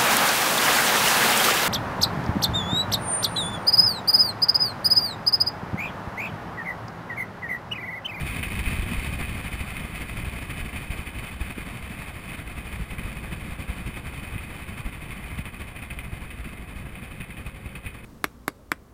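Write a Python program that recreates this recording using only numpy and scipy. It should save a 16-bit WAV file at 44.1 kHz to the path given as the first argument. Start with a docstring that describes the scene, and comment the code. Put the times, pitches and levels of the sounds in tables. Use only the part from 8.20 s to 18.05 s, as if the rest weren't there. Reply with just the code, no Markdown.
"""A small scooter rides along a park road, heard from a camera in a plastic case behind the windscreen.
From the start, eddies from the screen beat on the case about twelve times a second: noise swelling with them
rumbles, roars and hisses, clicks chatter, and faint engine harmonics lie below. Pressure dips thump throughout;
from 0.2 s the case knocks and buzzes on its mount. The wind eases as the scooter slows, the rush dulls
from 5.6 s, and the engine rises near 5 s and again after 8 s. 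Sample-and-hold mirroring adds a sizzling treble."""
import sys
import numpy as np
from scipy import signal
from scipy.fft import rfft, irfft, next_fast_len
from scipy.io import wavfile
from scipy.ndimage import uniform_filter1d

SR = 44100
rng = np.random.default_rng(int(sys.argv[2]) if len(sys.argv) > 2 else 0)


def transcribe(signal):
    """Save signal, clipped to [-1, 1], as a 16-bit WAV file at the path in sys.argv[1]."""
    frames = np.atleast_2d(signal).T
    limited = np.clip(frames, -1, 1)
    pcm = np.round(limited * 32767).astype(np.int16)
    wavfile.write(sys.argv[1], SR, pcm)


N = 434385


def from_db(db):
    """Decibels to amplitude gain."""
    return 10 ** (np.asarray(db) / 20)


def in_time(rows):
    """Interpolate each column after the first (time_s) at every sample."""
    time_s, *columns = np.transpose(rows)
    return [np.interp(np.arange(N) / SR, time_s, column) for column in columns]


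def gain_at(points, hz):
    """Spectrum gain, interpolated in dB over log frequency."""
    point_hz, db = np.transpose(points)
    return from_db(np.interp(np.log(hz + 1e-3), np.log(point_hz), db))


def colour(x, points):
    """Zero-phase filter with the given spectrum."""
    size = next_fast_len(N + 8192)
    spectrum = rfft(x, size) * gain_at(points, np.fft.rfftfreq(size, 1 / SR))
    return irfft(spectrum, size)[:N]


def unit_in(x, band_hz):
    """Scale x to rms 1 within a band."""
    bandpass = signal.butter(4, band_hz, "band", fs=SR, output="sos")
    return x / np.std(signal.sosfilt(bandpass, x))


def drift(corner_hz):
    """Smooth random wander of spread 1: two-pole lowpassed noise, drawn every 20 samples."""
    pole = np.exp(-40 * np.pi * corner_hz / SR)
    noise = rng.standard_normal(N // 20 + 2002)
    slow = signal.lfilter([1], [1, -2 * pole, pole * pole], noise)[2000:]  # drop the filter's start-up
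    return np.interp(np.arange(N) / 20, np.arange(len(slow)), slow / slow.std())


def swell(db):
    """Fast gain, normalised to unit mean power over a sliding third of a second."""
    gain = from_db(db)
    return gain / np.sqrt(uniform_filter1d(gain ** 2, size=SR // 3))


def fade(strikes, decay_s):
    """Each strike jumps up at once and decays exponentially."""
    return signal.lfilter([1], [1, -np.exp(-1 / (decay_s * SR))], strikes + 1e-18)


# windscreen shedding: time_s, eddies_per_s
SHEDDING_CURVE = [(0, 12.2), (0.8, 13.0), (1.6, 12.4), (2.4, 12.3), (3.2, 11.7), (4, 12.5), (4.8, 11.6),
                  (5.6, 11.0), (6.4, 11.1), (7.1, 13.9), (7.8, 13.0), (8.5, 12.4), (9.2, 10.8),
                  (9.85, 10.2)]


def shedding():
    """Eddy phase in radians: one turn per eddy shed from the windscreen."""
    eddies_per_s, = in_time(SHEDDING_CURVE)
    return 2 * np.pi * np.cumsum(eddies_per_s) / SR


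# eddies blur together in fast air and stand apart in slow air
SWING_DB, SWING_DB_PER_FLOW_DB = 2.6, .19  # swing at cruise; growth as the flow eases


def buffeting(turn, flow_db, uneven_db=1.65, steepness=0.42, varies=.35, wander_rad=.4):
    """Case pressure in dB: each eddy arrives quickly and trails away, uneven in strength and spacing."""
    mean_swing_db = np.maximum(SWING_DB - SWING_DB_PER_FLOW_DB * flow_db, 0)
    swing_db = mean_swing_db * np.maximum(1 + varies * drift(5), 0)
    turn = turn + wander_rad * drift(6)
    eddy = np.cos(turn) - steepness * np.sin(2 * turn)
    return swing_db * eddy + uneven_db * drift(25.6)


# wind rumble spectrum: freq_hz, density_db (relative, per Hz)
RUMBLE_SPECTRUM = [(15, -9), (28, -9.5), (42, -4), (56, 1), (90, -5), (140, -7), (195, -8.3), (255, -14),
                   (320, -16.7), (410, -24), (700, -37), (2000, -78)]


def wind(buffet_db, follow=0.87, lumpy_db=1.5):
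    """Low turbulence: coloured noise swelling with the buffeting."""
    air = colour(rng.standard_normal(N), RUMBLE_SPECTRUM)
    air = air * swell(follow * buffet_db + lumpy_db * drift(25.6))
    return unit_in(air, (25, 350))


# case modes, resonance above 0 dB, cancellation below: freq_hz, width_hz, gain_db
CASE_MODES = [(707, 98, 3.5), (1150, 210, 4), (1666, 92, 2.5), (2088, 170, 4.5), (2503, 186, 6.5),
              (2788, 176, -9.5), (3015, 100, 5.5), (3520, 120, 4), (3734, 140, 5), (4523, 184, 8.5)]


def case(x):
    """Ringing plastic case: peaking filters in series."""
    for hz, width_hz, db in CASE_MODES:
        root_gain = from_db(db / 2)
        half_width = np.pi * width_hz / SR
        middle = -2 * np.cos(2 * np.pi * hz / SR)
        zeros = [1 + half_width * root_gain, middle, 1 - half_width * root_gain]
        poles = [1 + half_width / root_gain, middle, 1 - half_width / root_gain]
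        x = signal.lfilter(zeros, poles, x)
    return x


# road roar spectrum before the case: freq_hz, density_db (relative, per Hz)
ROAR_SPECTRUM = [(150, -8), (400, -1), (700, -1.5), (1500, -2), (2400, -2), (3400, -9.5), (4300, -20.5),
                 (5200, -20), (6000, -31)]
# road roar, falling with speed: time_s, level_db (rms, 500-1600 Hz, before the treble shelf)
ROAR_CURVE = [(0, -45.3), (1, -44.3), (2, -46.2), (4.5, -47.7), (5.7, -47), (7, -49.2), (9.85, -52.7)]


def road(buffet_db, follow=0.49, flicker_db=1.0):
    """Smoother roar of tyres and passing air: noise through the case, swelling less with the eddies."""
    roar_db, = in_time(ROAR_CURVE)
    roar = colour(rng.standard_normal(N), ROAR_SPECTRUM)
    roar = roar * swell(follow * buffet_db + flicker_db * drift(31))
    return from_db(roar_db) * unit_in(case(roar), (500, 1600))


def contacts(per_s, spread_db):
    """Random tiny impacts of uneven strength and either sign; rms 1."""
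    sizes = from_db(spread_db * np.minimum(rng.exponential(1, N), 4)) * rng.choice([-1, 1], N)
    clicks = sizes * (rng.random(N) < per_s / SR)
    return clicks / clicks.std()


def jolts(per_s=30, jolt_db=5.6, jolt_s=.012):
    """Small random jolts in dB: instant rise, decay, soft ceiling at jolt_db."""
    return jolt_db * np.tanh(fade(rng.random(N) < per_s / SR, jolt_s))


# hiss and contact spectrum before the case: freq_hz, density_db (relative, per Hz)
HISS_SPECTRUM = [(200, -26), (700, -9), (1500, -7.5), (2100, 0), (2600, 2.5), (3500, -11), (4200, -17.5),
                 (5200, -18.5), (5700, -22), (6000, -28.5)]


def chatter(buffet_db, firing, follow=0.99, grain=0.67, air=0.73, shake_db=0.7, gust_db=0.7):
    """Eddies hiss over the case and jolt it into chatter; the engine shakes it twice per firing."""
    drive = grain * contacts(per_s=1100, spread_db=2.5) + air * rng.standard_normal(N)
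    shake = shake_db * np.cos(2 * firing)
    drive = drive * swell(follow * buffet_db + gust_db * drift(7) + shake + jolts())
    return unit_in(case(colour(drive, HISS_SPECTRUM)), (1800, 3800))


# engine, rising twice as the throttle opens: time_s, firings_per_s, level_db (rms)
ENGINE_CURVE = [(0, 49.7, -62), (4, 48.4, -57), (5.3, 49.6, -52), (6.6, 48, -62), (8.1, 47.4, -59),
                (8.7, 48.7, -54), (9.2, 49.2, -53.5), (9.85, 49.1, -52.5)]
# exhaust harmonics: freq_hz, amplitude_db (relative)
EXHAUST_SPECTRUM = [(45, -2), (200, -2), (330, -9.5), (400, -7), (450, -4.5), (495, -3), (540, 2.5),
                    (595, -16), (1200, -18)]


def engine(firing, rough=.2):
    """Harmonics of the single cylinder's firing, weighted by the silencer at the starting rate; rms 1."""
    orders = np.arange(1, 23)
    gains = gain_at(EXHAUST_SPECTRUM, orders * ENGINE_CURVE[0][1])
    hum = np.zeros(N)
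    for order, gain in zip(orders, gains):
        uneven = 1 + rough * drift(9.7)
        hum += gain * uneven * np.cos(order * firing + rng.uniform(0, 2 * np.pi))
    return hum / hum.std()


# lesser cores: share of eddies with one, dB over the rumble curve (before thump gain), dB spread, s scatter
CORE_SHARE, CORE_OVER_RUMBLE_DB, CORE_SPREAD_DB, CORE_SCATTER_S = .65, 5.0, 1.8, .009


def weak_cores(turn, rumble_db):
    """Lesser eddy cores as (time_s, suction_db) rows, each near the crest of its eddy."""
    crests = np.flatnonzero(np.diff(turn // (2 * np.pi)))
    late, strong = rng.standard_normal((len(crests), 2)).T
    time_s = crests / SR + CORE_SCATTER_S * late
    suction_db = rumble_db[crests] + CORE_OVER_RUMBLE_DB + CORE_SPREAD_DB * strong
    return np.c_[time_s, suction_db][rng.random(len(crests)) < CORE_SHARE]


# strongest eddy cores crossing the microphone: time_s, suction_db (before thump gain and rim)
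STRONG_CORES = [(0.478, -17), (0.599, -16.5), (0.785, -20), (1.117, -21), (2.039, -21), (2.428, -21.5),
                (2.707, -20), (3.383, -21), (4.787, -20.5), (4.854, -22), (5.229, -22), (6.163, -18.5),
                (6.663, -22), (7.933, -23.5)]


def thumps(lesser_cores, core_s=0.0028, size_spread=0.35, rim=3.1, thump_db=2.5):
    """Each core is a short pressure dip inside a wider, weaker rim of raised pressure."""
    cores = [*STRONG_CORES, *lesser_cores]
    t, out = np.arange(N) / SR, np.zeros(N)
    for (s, db), size in zip(cores, rng.standard_normal(len(cores))):
        near = slice(max(int(s * SR) - SR // 8, 0), int(s * SR) + SR // 8)
        radius = (t[near] - s) / (core_s * np.exp(size_spread * size))
        raised = np.exp(-(radius / rim) ** 2) / rim
        out[near] += from_db(db + thump_db) * (raised - np.exp(-radius ** 2))
    return out


# case knocks on its mount, before gains and filters: time_s, strike_db, buzz_db
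KNOCK_EVENTS = [(0.229, -19, -29.5), (0.458, -25, -32), (1.027, -25, -35.5), (1.568, -24, -41),
                (2.53, -27, -39), (2.869, -24, -41), (4.783, -27, -38), (5.742, -28, -44),
                (6.181, -25, -39), (6.726, -30, -42), (7.255, -25, -38.5), (7.562, -30, -39),
                (7.703, -29, -37), (7.789, -21, -40), (8.105, -29, -39), (8.244, -29, -41),
                (8.754, -29, -42), (9.003, -30, -35), (9.105, -33, -39), (9.169, -31, -43),
                (9.553, -30, -39), (9.662, -26, -35)]


def knocks(strike_db=0.3, buzz_db=2.2, buzz_s=.019, build_s=.0012, soft_hz=3700):
    """Plastic strikes plastic, then a short buzz of rebounds builds and dies."""
    strikes, rebounds = np.zeros((2, N))
    for s, hit_db, rebound_db in KNOCK_EVENTS:
        strikes[int(s * SR)], rebounds[int(s * SR)] = from_db([hit_db, rebound_db])
    soft = signal.butter(2, [1200, soft_hz], "band", fs=SR, output="sos")
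    rattle = colour(contacts(per_s=4000, spread_db=2.0), HISS_SPECTRUM)
    buzz, hits = case(signal.sosfilt(soft, [rattle, colour(strikes, HISS_SPECTRUM)]))
    hits = hits * strikes.max() / np.abs(hits).max()
    rebounding = fade(rebounds, buzz_s) - fade(rebounds, build_s)
    return from_db(strike_db) * hits + from_db(buzz_db) * rebounding * buzz / buzz.std()


def lull(lift_s=0.011, lull_db=-7.0):
    """Chatter gain: the case lifts clear just before each knock, so its chatter sinks."""
    landings = np.zeros(N)
    landings[[int(row[0] * SR) for row in KNOCK_EVENTS]] = 1
    lift = fade(landings[::-1], lift_s)[::-1]  # time-reversed decay: rises into the knock
    return from_db(lull_db * lift)


# the rush dulls as the air slows
TREBLE_FAST_DB, TREBLE_SLOW_DB = .3, -2.2
DULL_START_S, DULL_END_S = 5.6, 6.9


def dull(rush, edge_hz=3300):
    """Moving treble shelf, sinking from its fast-air to its slow-air gain."""
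    treble_db = np.interp(np.arange(N) / SR, [DULL_START_S, DULL_END_S], [TREBLE_FAST_DB, TREBLE_SLOW_DB])
    top = signal.sosfiltfilt(signal.butter(2, edge_hz, "high", fs=SR, output="sos"), rush)
    return rush + top * (from_db(treble_db) - 1)


# airflow, easing as the scooter slows: time_s, rumble_db, hiss_db (both before scene trims)
AIRFLOW_CURVE = [(0, -30.5, -35.7), (0.55, -29, -34.3), (1.4, -33, -39), (2.2, -33.3, -39.3),
                 (3.3, -36, -42.5), (4.3, -36.7, -43.2), (4.8, -34.3, -43.2), (5.6, -33.5, -43.5),
                 (6.2, -36.7, -43.3), (7.1, -36.2, -42), (8.4, -36.8, -46.8), (9.0, -37.3, -45.8),
                 (9.85, -39.7, -48.5)]
CRUISE_HISS_DB = -42  # hiss_db at cruising speed


def scene(wind_trim_db=-1.1, chatter_trim_db=-1.2):
    """Mix at one microphone; the airflow sets rumble, hiss and buffeting depth."""
    rumble_db, hiss_db = in_time(AIRFLOW_CURVE)
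    firings_per_s, engine_db = in_time(ENGINE_CURVE)
    turn = shedding()
    firing = 2 * np.pi * np.cumsum(firings_per_s) / SR
    buffet_db = buffeting(turn, hiss_db - CRUISE_HISS_DB)
    low = from_db(rumble_db + wind_trim_db) * wind(buffet_db)
    rush = road(buffet_db)
    rush = rush + from_db(hiss_db + chatter_trim_db) * chatter(buffet_db, firing) * lull()
    machine = from_db(engine_db) * engine(firing) + knocks()
    low = low + thumps(weak_cores(turn, rumble_db))
    return (low + dull(rush) + machine)[None]


HOLD_HZ, CUTOFF_HZ = 12000, 15400


def record(dry, sizzle_db=0.5):
    """The camera samples slowly and holds each value, mirroring the sound into a sizzling treble."""
    size = next_fast_len(N + 8192)
    hz = np.fft.rfftfreq(size, 1 / SR)
    narrow = irfft(rfft(dry, size) * (hz < HOLD_HZ / 2), size)
    carrier = np.cos(2 * np.pi * HOLD_HZ * np.arange(size) / SR)
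    mirrored = narrow * (1 + 2 * from_db(sizzle_db) * carrier)
    hold = np.sinc(hz / HOLD_HZ)
    top_cut = 1 / np.sqrt(1 + np.minimum(hz / CUTOFF_HZ, 1.1) ** 900)
    return irfft(rfft(mirrored) * hold * top_cut, size)[:, :N]


dry = scene()
out = record(dry)
transcribe(out)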